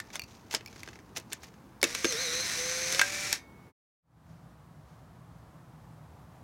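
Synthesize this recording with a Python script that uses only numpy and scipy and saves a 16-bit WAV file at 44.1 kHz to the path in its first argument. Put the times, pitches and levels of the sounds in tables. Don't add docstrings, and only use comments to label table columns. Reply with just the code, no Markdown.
import sys
import numpy as np
from scipy import signal
from scipy.fft import rfft, irfft, next_fast_len
from scipy.io import wavfile
from scipy.ndimage import uniform_filter1d, map_coordinates

SR = 44100
rng = np.random.default_rng(int(sys.argv[2]) if len(sys.argv) > 2 else 0)


def wav_record(signal):
    frames = np.transpose(np.atleast_2d(signal))
    bounded = np.clip(frames, -1, 1)
    quanta = np.round(bounded * 32767).astype(np.int16)
    wavfile.write(sys.argv[1], SR, quanta)


N = 283563

# (time [s], speed [turns/s])
MOTOR_SPEED = [(1.84, 147), (1.92, 160), (2.0, 180), (2.04, 171), (2.09, 178), (2.15, 145.6), (2.22, 180),
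               (2.28, 158), (2.41, 173.6), (2.56, 164), (2.7, 171), (2.92, 173.6), (3.08, 193.6),
               (3.33, 196), (3.42, 175)]
# (start [s], rattle [dB], whine [dB], second tooth harmonic boost [dB], hum at median speed [dB])
MOTOR_STAGES = [(1.83, -41, -46.5, -1, -56), (2.05, -37, -32, -2.5, -45.5), (2.18, -36, -35.5, 6, -46.5),
                (2.43, -35, -40, 4, -70), (2.57, -35.6, -36, -4, -45), (2.91, -34, -38.5, -4, -44.5),
                (3.03, -37, -35, -8, -46), (3.22, -36.5, -34, -9, -50.5), (3.335, -36, -41, -6, -57.5)]
# (multiple of the turn rate, relative level [dB])
SHAFT_HARMONICS = [(4, -26.5), (7, -24.5), (8, -30), (9, -25), (11, -23), (12, -19.5), (13, -21.5),
                   (14, -25)]
# (multiple of the tooth rate, relative level [dB])
TOOTH_HARMONICS = [(1, -10), (2, -7), (3, 1), (6, 1)]
# (frequency [Hz], width [Hz], gain [dB])
FRAME_MODES = [(2343, 400, 0.5), (4155, 530, 1), (6250, 330, 0)]
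# (time [s], shell ring [dB], hollow knock [dB], crack [dB], ring centre [Hz], knock centre [Hz])
HARD_HITS = [(0.001, -27, -55, -37.5, 2100, 590), (0.1556, -26.5, -40.5, -33.5, 2580, 650),
             (0.5401, -36, -24.5, -38, 2457, 900), (0.5478, -15.5, -30, -29, 4210, 800),
             (0.566, -37, -40.5, -50.5, 5770, 520), (0.8324, -32.5, -48, -43, 2030, 480),
             (1.171, -27, -38, -37, 3330, 690), (1.18, -36, -37, -36, 4270, 490),
             (1.199, -44, -49, -44.5, 3940, 470), (1.324, -30, -58, -44, 3400, 660),
             (1.331, -28.5, -44.5, -25.5, 2230, 590), (1.815, -30.5, -55.5, -43, 4927, 350),
             (1.829, -11.5, -17, -20, 2362, 456), (1.84, -13, -24, -22.5, 2245, 484),
             (1.849, -28, -27.5, -35.5, 2415, 420), (1.9494, -21, -35, -29, 3000, 573),
             (2.045, -15.5, -16, -29.5, 2200, 470), (2.0518, -18.5, -21, -36, 3284, 480),
             (2.123, -23.5, -36, -31, 4870, 451), (2.9248, -19, -36.5, -27.5, 4064, 450),
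             (2.947, -20.5, -32.5, -33, 3280, 520), (2.9939, -10.5, -31.5, -26.5, 2426, 616),
             (3.0142, -12, -33.5, -21.5, 2000, 430), (3.3276, -15, -33.5, -20.5, 4670, 860)]
# (time [s], ring level [dB])
FINGER_TAPS = [(0.103, -41.5), (0.6084, -40.5), (0.728, -43.5), (0.7596, -42), (0.876, -35.5),
               (0.887, -36.5), (0.931, -44), (0.956, -42.5), (0.9895, -44.5), (1.318, -38.5), (1.54, -51.5)]
# (time [s], relative level [dB], pitch [Hz])
CARD_FLICKS = [(0.1952, -20.5, 2570), (0.2188, -26.5, 2500), (0.2374, -35.5, 2570), (0.241, -37, 2540),
               (0.541, -20.5, 847), (0.661, -29.5, 2440), (0.6753, -35.5, 2520), (0.682, -38, 2310)]
# (multiple of the pitch, relative level [dB], t60 [s])
CARD_MODES = [(.94, 2.5, 0.035), (1, 2, 0.033), (1.07, 3.5, 0.029), (1.76, -5, 0.038), (1.86, 3, .018),
              (2.25, -1, 0.015), (2.6, 0, 0.02), (3, -2, .01)]
# (frequency [Hz], relative level [dB], t60 [s])
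SHELL_MODES = [(1350, -8.5, 0.028), (1600, -2.5, 0.042), (1778, -5.5, 0.063), (2074, 0.5, 0.018),
               (2255, -5, 0.061), (2597, -6, 0.068), (3000, -9, .03), (3540, -1, 0.022), (3580, -1, 0.024),
               (4410, -3.5, .025), (5294, 1, 0.031), (5560, -1.5, 0.023), (6235, 4, 0.039),
               (6460, -0.5, 0.033), (7370, -3.5, 0.067)]
BODY_MODES = [(195.7, -11, .06), (259.4, -3.5, 0.056), (339.5, -2.5, 0.061), (438, -1, 0.041),
              (520, -2, 0.027), (627, -4, 0.04), (885, 0, 0.018)]
LEVER_MODES = [(1596, 0.5, .12), (1654, -5.5, 0.087), (2115, -9.5, 0.059)]
SPRING_MODES = [(1836, -1.5, .4), (2207, -5.5, 1.9), (3702, -0.5, .33), (4766, -1, 0.31)]
# (start [s], length [s], level [dB])
SHELL_STROKES = [(0.134, 0.031, -43), (0.28, 0.084, -61), (0.514, 0.037, -37.5), (0.7, .26, -61),
                 (0.765, 0.046, -55.5), (1.165, .006, -35.5), (1.305, 0.064, -58.5), (1.435, 0.015, -49.5),
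                 (1.41, .08, -61)]
YARD_RUSTLES = [(4.29, .03, -74.5), (4.89, 0.036, -72)]
# (frequency [Hz], relative density [dB])
HOUSING_SPECTRUM = [(60, -10), (150, -8), (420, -10), (620, -13.5), (1020, -11.5), (1600, -3), (2300, -0.5),
                    (2800, -7.5), (3150, -8.5), (3700, -4), (4700, -5.5), (5700, -1), (6400, -5.5),
                    (7000, -8), (10000, -13.5), (13000, -20.5), (16000, -26)]
CRACK_SPECTRUM = [(1000, -20), (5000, -8.5), (7500, -0.5), (11000, -2), (16000, -15)]
CLATTER_SPECTRUM = [(150, -23.5), (700, -5.5), (1500, 0.5), (6500, -1.5), (8000, -9), (16000, -29)]
SCRAPE_SPECTRUM = [(200, -21), (700, -3.5), (1300, -3.5), (2400, 0.5), (3200, -2.5), (4500, -1),
                   (6400, 0.5), (8000, -10.5), (16000, -19)]
ROOM_SPECTRUM = [(25, -19.5), (55, 1), (120, 0.5), (200, -1), (340, -6), (600, -13), (900, -10),
                 (1500, -18), (2900, -28.5), (6400, -34), (16000, -37.5)]
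YARD_SPECTRUM = [(15, -71), (25, -41), (36, -25), (59, -4.5), (92, -5.5), (157, -3.5), (200, -11.5),
                 (326, -16.5), (394, -22.5), (754, -17.5), (818, -19), (1070, -20), (2610, -36.5),
                 (14800, -46.5), (16000, -49)]
TRAFFIC_SPECTRUM = [(90, -40), (120, 6.5), (138, -24), (160, 10), (182, -19), (230, -40), (600, -100)]
# (frequency [Hz], t60 [s])
WALL_DECAY = [(200, 0.36), (2000, 0.24), (10000, 0.046)]


def motor():
    start_s, stop_s, coast_db_per_s, hum_db_per_lost_hz = 1.83, 3.345, 402, 0.22
    size = 2 * SR
    t = start_s + np.arange(size) / SR
    speed = np.interp(t, *np.transpose(MOTOR_SPEED))
    rattle_db, whine_db, boost_db, hum_db = stages(MOTOR_STAGES, t)
    running = amp(-coast_db_per_s * np.maximum(t - stop_s, 0))
    angle = 2 * np.pi * np.cumsum(speed) / SR
    strain_db = hum_db_per_lost_hz * (np.median(speed) - speed)
    hum = np.sqrt(2) * amp(hum_db + strain_db) * np.sin(3 * angle)
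    shaft = sum(amp(db + 3.1 * wobble(17, size)) * np.sin(k * angle + 0.76 * wobble(35, size))
                for k, db in SHAFT_HARMONICS)
    teeth = 12 * angle
    backlash = .45 * wobble(80, size) + .42 * wobble(600, size) + .35 * np.sin(angle)
    whine = amp(whine_db) * gear_whine(teeth, backlash, boost_db)
    rattle = amp(rattle_db) * (gear_rattle(angle, teeth + backlash) + 1.86 * shaft)
    out = np.zeros(N)
    add(out, start_s, running * (hum + whine + rattle))
    return out


def gear_whine(teeth, backlash, boost_db):
    size = len(teeth)
    mesh = np.zeros(size)
    for k, db in TOOTH_HARMONICS:
        tone = np.sin(k * (teeth + backlash)) * amp(1.5 * wobble(200, size))
        rasp = .65 * wobble(650, size) * np.cos(k * teeth)
        mesh += amp(db + boost_db * (k == 2)) * (tone + rasp)
    return filtered(mesh, lambda hz: resonances(FRAME_MODES, hz))


def gear_rattle(angle, tooth_phase):
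    size = len(angle)
    flaws = rng.standard_normal(256)
    wear = np.interp(angle, np.linspace(0, 2 * np.pi, len(flaws), endpoint=False), flaws, period=2 * np.pi)
    grit = rng.standard_normal(size) + .4 * wear
    knocks = grit * (1 + 0.96 * np.cos(tooth_phase)) * amp(0.93 * wobble(830, size))
    return coloured(knocks, HOUSING_SPECTRUM) * amp(1.3 * np.sin(angle) + .9 * wobble(130, size))


def clacks():
    out, t = np.zeros(N), np.arange(SR // 12) / SR
    burst = attack(t, .0003) * (decay(t, 0.009) + amp(-14.5) * decay(t, 0.084))
    taps = [(s, db, db - 4, db - 19.5, 2000, 430) for s, db in FINGER_TAPS]
    for s, ring_db, knock_db, crack_db, ring_hz, knock_hz in HARD_HITS + taps:
        shell = ring(favouring(SHELL_MODES, ring_hz, db_per_octave=9.5), t, scatter_db=6.5)
        shell = unit_hit(shell * (1 + 2 * decay(t, 0.029)) * attack(t, 0.00057))
        clatter_colour = [(hz, db - 4 * abs(np.log2(hz / ring_hz))) for hz, db in CLATTER_SPECTRUM]
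        clatter = unit_hit(noise(clatter_colour, len(t)) * burst)
        crack = unit_hit(noise(CRACK_SPECTRUM, len(t)) * burst * decay(t, .04))
        body = ring(favouring(BODY_MODES, knock_hz, db_per_octave=10.5), t, scatter_db=4.5)
        knock = unit_hit(body * attack(t, 0.0012))
        ringing = unit_hit(shell + clatter)
        add(out, s, amp(ring_db) * ringing + amp(crack_db) * crack + amp(knock_db) * knock)
    return out


def card_flicks():
    out, t = np.zeros(N), np.arange(SR // 10) / SR
    for s, db, pitch_hz in CARD_FLICKS:
        modes = [(k * pitch_hz, level, t60) for k, level, t60 in CARD_MODES]
        tone = unit_hit(ring(modes, t, scatter_db=5.0) * (1 + 0.56 * decay(t, 0.022)))
        snap = unit_hit(rng.standard_normal(len(t)) * decay(t, .008))
        add(out, s, amp(db - 5.5) * (tone + amp(-8.5) * snap))
    return out


def lever_and_spring():
    out, t = np.zeros(N), np.arange(SR) / SR
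    onset = attack(t, .0006)
    add(out, 3.015, amp(-19.5) * onset * ring(LEVER_MODES, t, scatter_db=1))
    add(out, 3.328, amp(-52.5) * onset * ring(SPRING_MODES, t, scatter_db=1))
    return out


def rubbing():
    attack_s, release_s = 0.0043, .009
    t = np.arange(N) / SR
    grains = rng.standard_normal(N) * amp(4.9 * wobble(2500))
    pressure = amp(2.4 * wobble(170))
    scrape = unit(coloured(grains, SCRAPE_SPECTRUM) * pressure)
    grip = amp(-63.5 - 7.5 * t)
    firm = swells(SHELL_STROKES, attack_s, release_s)
    brush = amp(-22) * swells(SHELL_STROKES, 3.6 * attack_s, 3.6 * release_s)
    return np.sqrt(grip ** 2 + firm ** 2 + brush ** 2) * scrape


def room_reverb(x):
    hz, t, spectra = signal.stft(rng.standard_normal(SR // 2), SR, nperseg=256)
    tail = signal.istft(spectra * decay(t, along(WALL_DECAY, hz)[:, None]), SR, nperseg=256)[1]
    return signal.fftconvolve(np.pad(x, (200, 0)), tail / np.linalg.norm(tail))[:N]


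def yard():
    start_s, fade_s, swell_db_per_s = 4.025, 0.27, 1.34
    t = np.arange(N) / SR - start_s
    fader = np.clip(t / fade_s, 0, 1) ** 1.15 * amp(-55.5 + swell_db_per_s * t)
    air = amp(0.34 * wobble(14)) * noise(YARD_SPECTRUM)
    traffic = amp(-2.5 + 1.47 * wobble(7.4)) * noise(TRAFFIC_SPECTRUM)
    rustle = noise(SCRAPE_SPECTRUM) * amp(2.5 * wobble(60))
    return fader * (air + traffic) + swells(YARD_RUSTLES, attack_s=0.023, release_s=0.077) * rustle


def amp(db):
    return 10 ** (np.asarray(db) / 20)


def attack(t, rise_s):
    return 1 - np.exp(-t / rise_s)


def decay(t, t60):
    return amp(-60 * t / t60)


def unit(x):
    return x / np.sqrt(np.mean(x ** 2) + 1e-20)


def unit_hit(x):
    return x / np.sqrt(np.sum(x ** 2) * 1000 / SR)


def along(points, hz):
    freqs, values = np.transpose(points)
    return np.interp(np.log(hz + 1), np.log(freqs + 1), values)


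def wobble(rate, size=N):
    knots = rng.standard_normal(int(size * rate / SR) + 4)
    fine = np.arange(0, len(knots) - 1, 1 / 6)
    return np.interp(np.arange(size) * rate / SR, fine, map_coordinates(knots, [fine]))


def filtered(x, response):
    size = next_fast_len(len(x) + 8192)
    return irfft(rfft(x, size) * response(np.fft.rfftfreq(size, 1 / SR)), size)[:len(x)]


def coloured(x, spectrum):
    return unit(filtered(x, lambda hz: amp(along(spectrum, hz))))


def noise(spectrum, size=N):
    return coloured(rng.standard_normal(size), spectrum)


def add(track, s, sound):
    part = track[round(s * SR):][:len(sound)]
    part += sound[:len(part)]


def ring(modes, t, scatter_db):
    hz, db, t60 = np.transpose(modes)[:, :, None]
    strength = amp(db + scatter_db * rng.standard_normal(hz.shape))
    phase = rng.uniform(0, 2 * np.pi, hz.shape)
    return np.sum(strength * decay(t, t60) * np.sin(2 * np.pi * hz * t + phase), axis=0)


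def resonances(modes, hz):
    return sum((-1) ** k * amp(db) * 1j * hz * width / (centre ** 2 - hz ** 2 + 1j * hz * width)
               for k, (centre, width, db) in enumerate(modes))


def favouring(modes, centre_hz, db_per_octave):
    return [(hz, db - db_per_octave * abs(np.log2(hz / centre_hz)), t60) for hz, db, t60 in modes]


def swells(gestures, attack_s, release_s):
    t, power = np.arange(N) / SR, np.zeros(N)
    for start, length, db in gestures:
        before, after = np.maximum(start - t, 0), np.maximum(t - start - length, 0)
        power += (amp(db) * np.exp(-before / attack_s - after / release_s)) ** 2
    return np.sqrt(power)


def stages(rows, t, blend_s=.04):
    starts, *columns = np.transpose(rows)
    stage = np.maximum(np.searchsorted(starts, t) - 1, 0)
    return [uniform_filter1d(column[stage], int(blend_s * SR)) for column in columns]


def scene():
    cut_s, fade_s = 3.722, .04
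    camera = motor() + clacks() + card_flicks() + rubbing() + lever_and_spring()
    room_tone = amp(-54) * noise(ROOM_SPECTRUM)
    indoors = camera + amp(-19.5) * room_reverb(camera) + room_tone
    fader = np.clip((cut_s - np.arange(N) / SR) / fade_s, 0, 1)
    return (indoors * fader + yard())[None]


def record(dry):
    low_hz, top_hz = 48, 16100
    return np.array([filtered(x, lambda hz: (hz < top_hz) * hz ** 3 / np.sqrt(hz ** 6 + low_hz ** 6))
                     for x in dry])


dry = scene()
out = record(dry)
wav_record(out)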